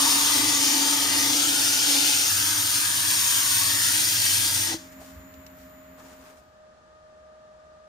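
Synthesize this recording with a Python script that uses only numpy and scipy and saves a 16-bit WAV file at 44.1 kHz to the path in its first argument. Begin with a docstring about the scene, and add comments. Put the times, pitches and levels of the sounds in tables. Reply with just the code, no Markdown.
"""Sanding inside a spinning vase

A hand presses sandpaper inside a hollow resin vase on a lathe: random grain contacts make the hiss, and
noise-driven resonances of air and wall colour it as the arm goes in and out. Decaying modes knock as the
paper leaves the rim; motor orders throb on with the drive's thin whine. The lathe fades out under a few
rustles of enveloped noise, ticks and soft bumps, leaving a workshop fan's blade tone and octave over room noise."""
import sys
import numpy as np
from scipy import signal
from scipy.fft import rfft, irfft, next_fast_len
from scipy.io import wavfile
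from scipy.ndimage import uniform_filter1d, map_coordinates

SR = 44100
rng = np.random.default_rng(int(sys.argv[2]) if len(sys.argv) > 2 else 0)


def pcm_store(signal):
    """Save signal as 16-bit PCM."""
    levels = np.round(np.clip(np.atleast_2d(signal), -1, 1) * 32767)
    wavfile.write(sys.argv[1], SR, levels.astype(np.int16).T)


N = 347489
LIFT_S = 4.73  # the paper leaves the wall
# level of the mouth tone, with its random swells and dips: (time [s], reference level [dB])
MOUTH_LEVEL = [(0.02, -33.5), (0.22, -35), (0.29, -39.5), (0.39, -30.5), (0.57, -36), (0.74, -30.5),
               (1.06, -37), (1.33, -32), (1.6, -37.5), (1.7, -41.5), (1.84, -41.5), (1.94, -30.5),
               (2.08, -38.5), (2.17, -44.5), (2.26, -43.5), (2.32, -54.5), (2.38, -45), (2.63, -43),
               (2.71, -56.5), (2.78, -41.5), (2.85, -52), (3.15, -45.5), (3.29, -57.5), (3.4, -48),
               (3.55, -51), (3.75, -43.5), (3.83, -54.5), (3.97, -43.5), (4.2, -52), (4.66, -46),
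               (4.71, -39)]


def amp(db):
    """Level is logarithmic: decibels to amplitude gain."""
    return 10 ** (np.asarray(db) / 20)


def unit(x):
    """Normalization: the mean of the channels is scaled to rms 1."""
    mono = np.atleast_2d(x).mean(axis=0)
    return x / np.sqrt(np.mean(mono ** 2) + 1e-20)


def along(points, hz):
    """Interpolation of (frequency, value) points on a logarithmic frequency axis."""
    f, v = np.transpose(points)
    return np.interp(np.log(hz + 1), np.log(f + 1), v)


def clock():
    """Sampled time: the instant of each sample in seconds."""
    return np.arange(N) / SR


def curves(rows):
    """Linear interpolation in time: one curve for each column after the time."""
    s, *cols = np.transpose(rows)
    return [np.interp(clock(), s, c) for c in cols]


def wobble(rate):
    """Band-limited randomness: a smooth curve through normal random knots, rate of them a second."""
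    knots = rng.standard_normal(int(N * rate / SR) + 4)
    return map_coordinates(knots, [np.arange(N) * rate / SR])


def filtered(x, response):
    """Linear filtering: the spectrum of x is multiplied by a response of frequency."""
    m = next_fast_len(N + SR // 4)
    hz = np.fft.rfftfreq(m, 1 / SR)
    return irfft(rfft(x, m) * response(hz), m)[..., :N]


def white():
    """White noise: two uncorrelated channels with equal power at all frequencies."""
    return rng.standard_normal((2, N))


def coloured(x, spectrum):
    """Spectral shaping: x is filtered by (frequency [Hz], gain [dB]) points."""
    return filtered(x, lambda hz: amp(along(spectrum, hz)))


def placed(pair, alike, side):
    """Interchannel coherence: two unrelated signals mix to a given likeness and level difference."""
    def mixing(hz):
        angle = np.arccos(np.clip(along(alike, hz), -1, 1)) / 2
        return np.array([np.cos(angle), np.sin(angle)])

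    common, opposed = filtered(pair, mixing)
    stereo = np.array([common + opposed, common - opposed])
    return unit(filtered(stereo, lambda hz: amp(np.outer([.5, -.5], along(side, hz)))))


def near(pair):
    """A near source: sound from the vase's mouth has its own stereo coherence and balance."""
    # likeness of the channels: (frequency [Hz], coherence [-1 to 1])
    near_alike = [(100, 1), (300, .99), (600, .78), (1150, .5), (1500, .28), (3500, .25), (4400, .75),
                  (5000, .88), (6000, .58), (7200, .48), (7900, .85), (8700, .45), (10600, .15),
                  (12200, .92), (13500, .55), (15000, .4)]
    # balance: (frequency [Hz], left minus right [dB])
    near_side = [(400, -0.5), (750, 6.5), (1400, 6.5), (2300, 5.5), (3400, 9), (4500, 1.5), (6500, 2.5),
                 (8200, 0), (15000, 0.5)]
    return placed(pair, near_alike, near_side)


def far(pair):
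    """A diffuse field: sound spread through the workshop loses coherence in the treble."""
    # likeness of the channels: (frequency [Hz], coherence [-1 to 1])
    far_alike = [(70, 1), (290, 0.44), (640, 0.63), (1400, .05), (15000, .1)]
    # balance: (frequency [Hz], left minus right [dB])
    far_side = [(100, 0), (350, 0.5), (1200, -0.5), (4400, 3.5), (15000, 0.5)]
    return placed(pair, far_alike, far_side)


def led(pair, lead):
    """Interchannel phase: the left leads the right by (frequency [Hz], phase [rad]) points."""
    return filtered(pair, lambda hz: np.exp(1j * np.outer([.5, -.5], along(lead, hz))))


def resonance(centre_hz, width):
    """A noise-driven resonance: slow noise modulates a carrier; gain halves width Hz off centre."""
    phase = 2 * np.pi * np.cumsum(centre_hz * np.ones(N)) / SR

    def swell():
        return filtered(white(), lambda hz: 1 / (1 + (hz / width) ** 2))

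    return swell() * np.cos(phase) + swell() * np.sin(phase)


def tone(hz, drift, waver_db):
    """An unsteady oscillation: a sine, rms 1 before its level wavers, drifts randomly in pitch."""
    phase = 2 * np.pi * np.cumsum(hz + drift * wobble(8)) / SR
    return np.sqrt(2) * np.sin(phase) * amp(waver_db * wobble(9.9))


def scratches(rate, spread_db, clump_db, smooth):
    """Random impacts: grit catches at random, rate times a second, over a smooth rub."""
    caught = rng.random((2, N)) < rate / SR
    grains = caught * white() * amp(spread_db * white())
    clumps = amp(clump_db * wobble(2500))  # sub-millisecond
    return (unit(grains) + smooth * unit(white())) * clumps


def steadied(x, span):
    """Power normalization: the slow swells of a noise are evened out over span seconds."""
    power = uniform_filter1d(np.mean(x ** 2, axis=0), max(int(span * SR), 2))
    return x / np.sqrt(np.abs(power) + 1e-9)


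def hollow(x, depth_db, spacing_hz, drift):
    """Modal coloration: the vase's dense modes carve peaks and dips that drift as the hand moves."""
    hz, t, z = signal.stft(x, SR, nperseg=2048)
    grid = np.array(np.meshgrid(hz / spacing_hz, t * drift, indexing="ij"))

    def ripple():
        return map_coordinates(rng.standard_normal((512, 64)), grid, mode="mirror")

    field = ripple() + np.array([ripple(), ripple()]) / 2  # shared part, then each channel's own
    gain = amp(depth_db * np.tanh(field / 2) * 2)
    return unit(signal.istft(z * gain, SR, nperseg=2048)[1][:, :N])


def lifted():
    """Two-stage decay: when the paper lifts the rub falls quickly into the workshop's tail."""
    after = np.maximum(clock() - LIFT_S, 0)
    rub = amp(-340 * after)  # dB per second
    tail = amp(-10 - 128 * after)  # dB, dB per second
    return np.maximum(rub, tail)


def swing(db):
    """Relative level: the departure in dB from the mean before the paper lifts."""
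    return db - db[clock() < LIFT_S].mean()


def sanding():
    """Friction noise: pressed grit hisses on the spinning wall, with more fizz and rasp deep inside."""
    # how hard the paper is pressed: (time [s], reference level of the hiss [dB])
    pressure = [(0.0, -23), (0.04, -23), (0.6, -24), (0.64, -23), (1.08, -25), (1.26, -24), (1.78, -24),
                (1.83, -23.5), (1.9, -22.5), (2.23, -24), (2.35, -27), (2.92, -27.5), (3.22, -25.5),
                (3.6, -25.5), (3.72, -27), (3.85, -25.5), (4.35, -25), (4.47, -26.5), (4.54, -28),
                (4.62, -27), (4.72, -29.5)]
    # how far the arm reaches into the vase: (time [s], share [0-1])
    reach_path = [(0, 0.37), (.5, 0.03), (2.25, 0), (2.33, 0.76), (2.7, 0.89), (3.6, 0.9), (4.0, 0.64),
                  (4.6, 0.76)]
    # colours of the layers: (frequency [Hz], density [dB per Hz])
    grit_colour = [(1200, -48), (2400, -8.5), (3300, -4.5), (4000, -3.5), (4700, -0.5), (5600, 0),
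                   (7000, -0.65), (8000, -4), (8700, -13), (11000, -34.5)]
    fizz_colour = [(5500, -32), (7400, -10.5), (8000, -18.5), (8600, 2.5), (9200, 1.5), (9800, -2),
                   (10700, -3.5), (11300, -7.5), (13000, -5), (15500, -4.5)]
    rasp_colour = [(600, -27), (950, -6.5), (1250, -3.5), (1520, 3), (1800, 2), (2050, 0.5), (2400, -0.5),
                   (2900, 0.5), (3300, 2), (5000, -16.5), (9000, -41.5)]
    scrub_colour = [(30, -37), (70, -14), (170, 0.5), (390, 4.5), (480, 7.5), (650, 4.5), (850, 9.5),
                    (1300, -12.5), (2600, -28)]
    press_db, = curves(pressure)
    reach, = curves(reach_path)
    mouth_level_db, = curves(MOUTH_LEVEL)
    flutter_db = 0.45 * wobble(20) + 0.15 * wobble(70)  # under the fingers

    # just before the lift the finest fizz thins out
    ease_s, ease_db_per_s = 4.637, 86
    eased_db = ease_db_per_s * np.clip(clock() - ease_s, 0, LIFT_S - ease_s)
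    hiss_db = press_db - 0.22
    fizz_db = press_db - 4 + 5 * reach - eased_db
    rasp_db = press_db - 12.5 + 2.5 * reach
    # the scrub partly follows the mouth tone's level, and the arm muffles it
    scrub_db = -45 + 0.359 * swing(mouth_level_db) - 9.5 * reach

    grains = near(scratches(rate=11000, spread_db=0.5, clump_db=-0.9, smooth=1.0))
    grit = hollow(grains, depth_db=3.6, spacing_hz=65, drift=8)
    catches = scratches(rate=1800, spread_db=0.5, clump_db=0.5, smooth=0.89)
    coarse = near(coloured(catches, rasp_colour)) * amp(0.93 * wobble(45))
    hiss = amp(hiss_db) * unit(coloured(grit, grit_colour))
    fizz = amp(fizz_db) * unit(coloured(grit, fizz_colour))
    rasp = amp(rasp_db) * hollow(coarse, depth_db=4.5, spacing_hz=55, drift=7)
    scrub = amp(scrub_db) * unit(coloured(grains, scrub_colour))
    return (hiss + fizz + rasp + scrub) * amp(flutter_db) * lifted()


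def vase():
    """Forced vibration: rubbing shakes the wall and sounds the air inside like a blown bottle."""
    # how hard the paper shakes the wall: (time [s], reference level of its hum [dB])
    shake = [(0, -54.5), (.25, -51), (.46, -44.5), (.68, -54.5), (.97, -57.5), (1.12, -41.5), (1.38, -53.5),
             (1.77, -49), (1.9, -54), (2.25, -50.5), (2.32, -43), (2.6, -43.5), (2.75, -46.5),
             (3.05, -45.5), (3.55, -48.5), (3.68, -41.5), (4.0, -48), (4.35, -41.5), (4.6, -41.5),
             (4.72, -52)]
    # pitch of the mouth, rising as the hand uncovers it: (time [s], frequency [Hz])
    mouth_path = [(0, 281), (.4, 283.7), (.8, 280.2), (1.4, 286.3), (2, 281.2), (2.5, 289.5), (3.2, 295),
                  (3.7, 284), (4.1, 304.5), (4.5, 297.6), (4.75, 322)]
    # air mode along the vase, higher as the arm shortens the column:
    # (time [s], frequency [Hz], level [dB])
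    ring = [(0, 925, -39), (0.3, 915, -40.5), (0.6, 892, -42), (1.3, 900, -41.5), (1.45, 870, -49.5),
            (2.25, 870, -49.5), (2.4, 928, -48), (2.9, 940, -47), (3.5, 950, -47), (4.1, 925, -50),
            (4.5, 905, -48), (4.7, 900, -46.5)]
    # low wall modes: (frequency [Hz], level relative to the shake [dB], drift [Hz], waver [dB])
    wall_modes = [(95.6, -3.5, 1.1, 2), (115, -9, 5, 4)]
    # rumble around the wall's hum: (frequency [Hz], density [dB per Hz])
    rumble_colour = [(20, -45.5), (40, -24), (66, -12.5), (80, -14.5), (96, 1), (108, 2), (122, 1.5),
                     (140, -9), (180, -8.5), (230, -39)]
    mouth_level_db, = curves(MOUTH_LEVEL)
    shake_db, = curves(shake)
    mouth_hz, = curves(mouth_path)
    length_hz, length_db = curves(ring)

    modes = sum(amp(db) * tone(hz, drift, waver_db) for hz, db, drift, waver_db in wall_modes)
    wall = amp(shake_db) * modes
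    rumble_db = -53 + 0.6 * swing(shake_db)
    rumble = amp(rumble_db) * near(coloured(white(), rumble_colour))

    mouth_db = mouth_level_db - 1.2 + 0.5 * wobble(18)
    core = steadied(near(resonance(mouth_hz, width=5.7)), span=0.04)
    skirt = amp(-6.5) * near(resonance(mouth_hz + 21, width=23))  # a breathier edge above the note
    balance = amp([[.6], [-.6]])  # dB, left louder than right
    mouth = amp(mouth_db) * steadied(core + skirt, span=0.12) * balance
    length = amp(length_db) * near(resonance(length_hz, width=36))

    # a broad scrape that dies as the paper seats itself
    seat_db = -34 - 24 * clock()
    seat = amp(seat_db) * near(resonance(1080, width=230))
    return (wall + rumble + mouth + length + seat) * lifted()


def gap():
    """Cavity resonance: two modes of the air between hand and wall glide as the hand shifts."""
    # lower, then upper mode: (time [s], frequency [Hz], level [dB])
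    lower_path = [(0, 1190, -36.5), (.3, 1206, -42.5), (.65, 1213, -44.5), (1.3, 1205, -41),
                  (1.5, 1460, -44.5), (2.15, 1463, -41), (2.35, 1322, -46.5), (2.7, 1290, -45),
                  (3.1, 1120, -44.5), (3.55, 1119, -45), (3.8, 1260, -41), (3.95, 1567, -40),
                  (4.15, 1600, -47.5), (4.7, 1648, -47.5)]
    upper_path = [(0, 1900, -46), (.45, 1950, -38), (.7, 1955, -42.5), (1.25, 2013, -38), (1.42, 2107, -52),
                  (1.6, 2838, -45), (2.05, 2770, -42), (2.2, 2393, -46.5), (2.33, 1647, -40),
                  (2.8, 1623, -42.5), (3.2, 1770, -43), (3.6, 1877, -42), (3.82, 1817, -36.5),
                  (4.1, 1934, -44.5), (4.7, 1953, -44)]

    def mode(path, width):
        centre_hz, db = curves(path)
        air = near(resonance(centre_hz, width))
        return amp(db) * hollow(air, depth_db=4.0, spacing_hz=50.26, drift=4.04)

    return (mode(lower_path, width=104) + mode(upper_path, width=160)) * lifted()


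def lathe():
    """Rotating machinery: motor orders, air dragged by the spinning work, and the drive's whine."""
    # gain of the whole lathe: (time [s], level [dB])
    running = [(0, -4), (4.9, 2.5), (5.9, -1.5), (6.2, -3.5), (6.4, -13), (6.6, -29), (6.8, -72)]
    # the motor labours under the hand, before the running gain:
    # (time [s], first order [dB], second order [dB], third order [dB])
    orders = [(0, -78, -61, -58), (2.2, -75, -66, -55), (2.35, -69, -55.5, -59), (4.6, -66, -58.5, -55.5),
              (4.9, -65, -62.5, -55.5), (6.2, -78, -63, -54)]
    # switching tones and sidebands, before trim and running gain: (frequency [Hz], level [dB])
    drive = [(6988, -69.5), (7079, -71), (7289, -81), (14061, -71), (14223, -76.5), (14492, -71)]
    # dragged air: (frequency [Hz], density [dB per Hz])
    windage = [(25, -11.5), (55, 4.5), (70, 15), (95, 6), (140, 4), (210, 9), (330, 2), (650, -11),
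               (1100, 2), (1900, 0.5), (2900, -9.5), (6000, -23.5), (10000, -20), (13000, -26.5),
               (15000, -31)]
    motor_hz = 88.6
    turn_s, crest_s, throb_share = .1352, 5.382, 0.43  # spindle turn, a throb crest, depth (0-1)
    run_db, = curves(running)
    first_db, second_db, third_db = curves(orders)

    # the third order beats once a turn
    turning = np.exp(2j * np.pi * (clock() - crest_s) / turn_s)
    third_db = third_db + 20 * np.log10(np.abs(1 + throb_share * turning))
    hum = 0
    for order, db in enumerate([first_db, second_db, third_db], start=1):
        hum = hum + amp(db) * tone(order * motor_hz, drift=1.17, waver_db=0.4)
    hum = hum * amp([[-.3], [.3]])  # dB, right slightly louder

    whine = 0
    for hz, db in drive:
        left = tone(hz, drift=5.0, waver_db=6.0)
        right = tone(hz, drift=3.67, waver_db=2.5)
        whine = whine + amp(db - 0.5) * np.array([left, right])
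    # noise bands around and below the whine
    fizz = amp(-72.0) * unit(resonance(7020, width=170))
    fizz = fizz + amp(-66.5) * unit(resonance(14380, width=200))
    fizz = fizz + amp(-69.0) * unit(resonance(13750, width=160))
    air = amp(-55.5) * far(coloured(white(), windage))
    return amp(run_db) * (hum + whine + fizz + air)


def workshop():
    """Blade-passing tone: a fan's fundamental and octave stand over the rush of the room."""
    # blade tone: (time [s], level [dB])
    fan = [(0, -56), (2.1, -61), (2.5, -57), (4.6, -57), (4.85, -53), (5.9, -53), (6.35, -55),
           (6.48, -58.5), (6.56, -59), (6.61, -54), (6.69, -53), (6.77, -61), (6.84, -60.5), (6.9, -55),
           (7.1, -52.5), (7.88, -51.5)]
    # rush of the room: (frequency [Hz], density [dB per Hz])
    room = [(25, -14.5), (65, -1.5), (100, -6), (200, -3.5), (420, -9.5), (620, -1), (760, -4),
            (1030, -10.5), (1400, -9), (1800, -8), (2050, -18.5), (4000, -20.5), (7000, -24.5),
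            (10000, -35.5), (15000, -54)]
    fan_hz = 620.5
    tone_db, = curves(fan)
    octave_db = -62 - 3 * (N / SR - clock())  # emerges slowly, 3 dB per second
    blade = amp(tone_db) * tone(fan_hz, drift=.8, waver_db=.8)
    breath = amp(-3.5) * far(resonance(1195, width=22))
    octave = amp(octave_db) * (tone(2 * fan_hz, drift=2, waver_db=2.5) + breath)
    octave = octave * amp([[2], [-2]])  # dB, left louder than right
    rumble = amp(-67.5) * far(resonance(67.5, width=8))
    rush = amp(-59.5) * far(coloured(white(), room))
    return blade + octave + rumble + rush


def bumps():
    """Band-limited transients: soft bumps are filtered noise under Gaussian envelopes."""
    # (centre time [s], frequency [Hz], bandwidth [Hz], peak level [dB], Gaussian deviation [s])
    soft = [(4.718, 315, 140, -42, 0.024), (4.704, 843, 160, -43, 0.006), (4.732, 830, 150, -39, 0.009),
            (5.018, 637, 400, -51.5, 0.021), (5.182, 68, 11, -46, 0.028), (6.008, 1050, 830, -54, .011)]
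    out = 0
    for s, hz, width, db, length in soft:
        band = signal.butter(2, [hz - width / 2, hz + width / 2], "bandpass", fs=SR)
        thud = signal.lfilter(*band, rng.standard_normal((1, N)))
        envelope = np.exp(-.5 * ((clock() - s) / length) ** 2)
        out = out + amp(db) * envelope * steadied(thud, span=0.053)
    return out


def knock():
    """Impulse response: the paper flicks off the rim and the vase rings in decaying modes."""
    # modes: (frequency [Hz], level relative to the knock [dB], 60 dB decay time [s])
    knock_modes = [(150, 0.5, .025), (325, 3, .11), (526, 0.5, 0.022), (860, -1, .025)]
    knock_s, knock_db = 4.743, -31
    t = np.maximum(clock() - knock_s, 0)
    ring = 0
    for hz, db, t60 in knock_modes:
        ring = ring + amp(knock_db + db - 60 * t / t60) * np.sin(2 * np.pi * hz * t)
    return signal.lfilter(*signal.butter(2, 120, "highpass", fs=SR), ring)


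def brush(s, length):
    """Attack and decay: a smooth rise to a peak at s, then an exponential fall."""
    t = clock() - s
    rise = (t / (0.43 * length)) ** 2 / 2
    return np.exp(-np.where(t < 0, rise, t / length))


def rustles():
    """Enveloped friction: the freed hand rustles in a crisp and a dull band."""
    # (peak time [s], crisp level [dB], dull level [dB], decay constant [s])
    strokes = [(4.928, -57, -72, 0.018), (5.05, -55, -64, 0.093), (5.613, -62, -78, 0.084),
               (6.003, -60, -56, 0.041), (6.098, -60, -56, 0.09), (6.263, -61.5, -58.5, 0.072),
               (6.304, -71, -61, 0.028), (6.38, -68.5, -82, 0.024)]
    # crisp band: (frequency [Hz], gain [dB])
    crisp_colour = [(200, -8), (500, -8), (1200, -17), (2200, -7), (3200, -4), (6000, -1.5), (10000, -6),
                    (15000, -19)]
    dull_colour = [(150, -11), (400, -1), (1200, 2), (2500, -10), (5000, -38)]
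    crisp = sum(amp(db) * brush(s, length) for s, db, _, length in strokes)
    dull = sum(amp(db) * brush(s, length) for s, _, db, length in strokes)
    rub = far(scratches(rate=3000, spread_db=-5.0, clump_db=-1.5, smooth=1.5))
    rub = rub * amp(0.99 * wobble(60))
    return crisp * unit(coloured(rub, crisp_colour)) + dull * unit(coloured(rub, dull_colour))


def ticks():
    """Impulsive excitation: light ticks are noise with an instant onset and exponential decay."""
    # (onset time [s], onset level [dB])
    onsets = [(5.34, -52), (5.465, -45.5)]
    # (frequency [Hz], density [dB per Hz])
    tick_colour = [(800, -14), (1800, 1), (3000, 2), (6000, 1), (9000, -8), (15000, -11)]
    t60_s = 0.034
    t = clock()
    snap = sum(amp(db - 60 * np.abs(t - s) / t60_s) * (t >= s) for s, db in onsets)
    return snap * unit(coloured(white(), tick_colour))


def scene():
    """Superposition: all sources add at the two microphones."""
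    # the left microphone hears the vase first: (frequency [Hz], phase lead [rad])
    near_lead = [(100, 0), (290, .33), (600, .85), (1120, .4), (2000, 1.2), (2700, 2.8), (4300, 6),
                 (6600, 6.8), (7800, 9.4), (8700, 12), (14300, 12.8), (15300, 15.6)]
    fan_lead = [(100, 0), (620, -1.07), (1240, -1.9)]  # the fan stands to the right
    work = led(sanding() + vase() + gap() + knock(), near_lead)
    shop = led(workshop(), fan_lead)
    return work + shop + lathe() + bumps() + rustles() + ticks()


def record(dry):
    """Band limitation: the recorder's gain falls to zero over 200 Hz centred on its limit."""
    top_hz = 15600
    return filtered(dry, lambda hz: np.clip((top_hz - hz) / 200 + .5, 0, 1))


dry = scene()
out = record(dry)
pcm_store(out)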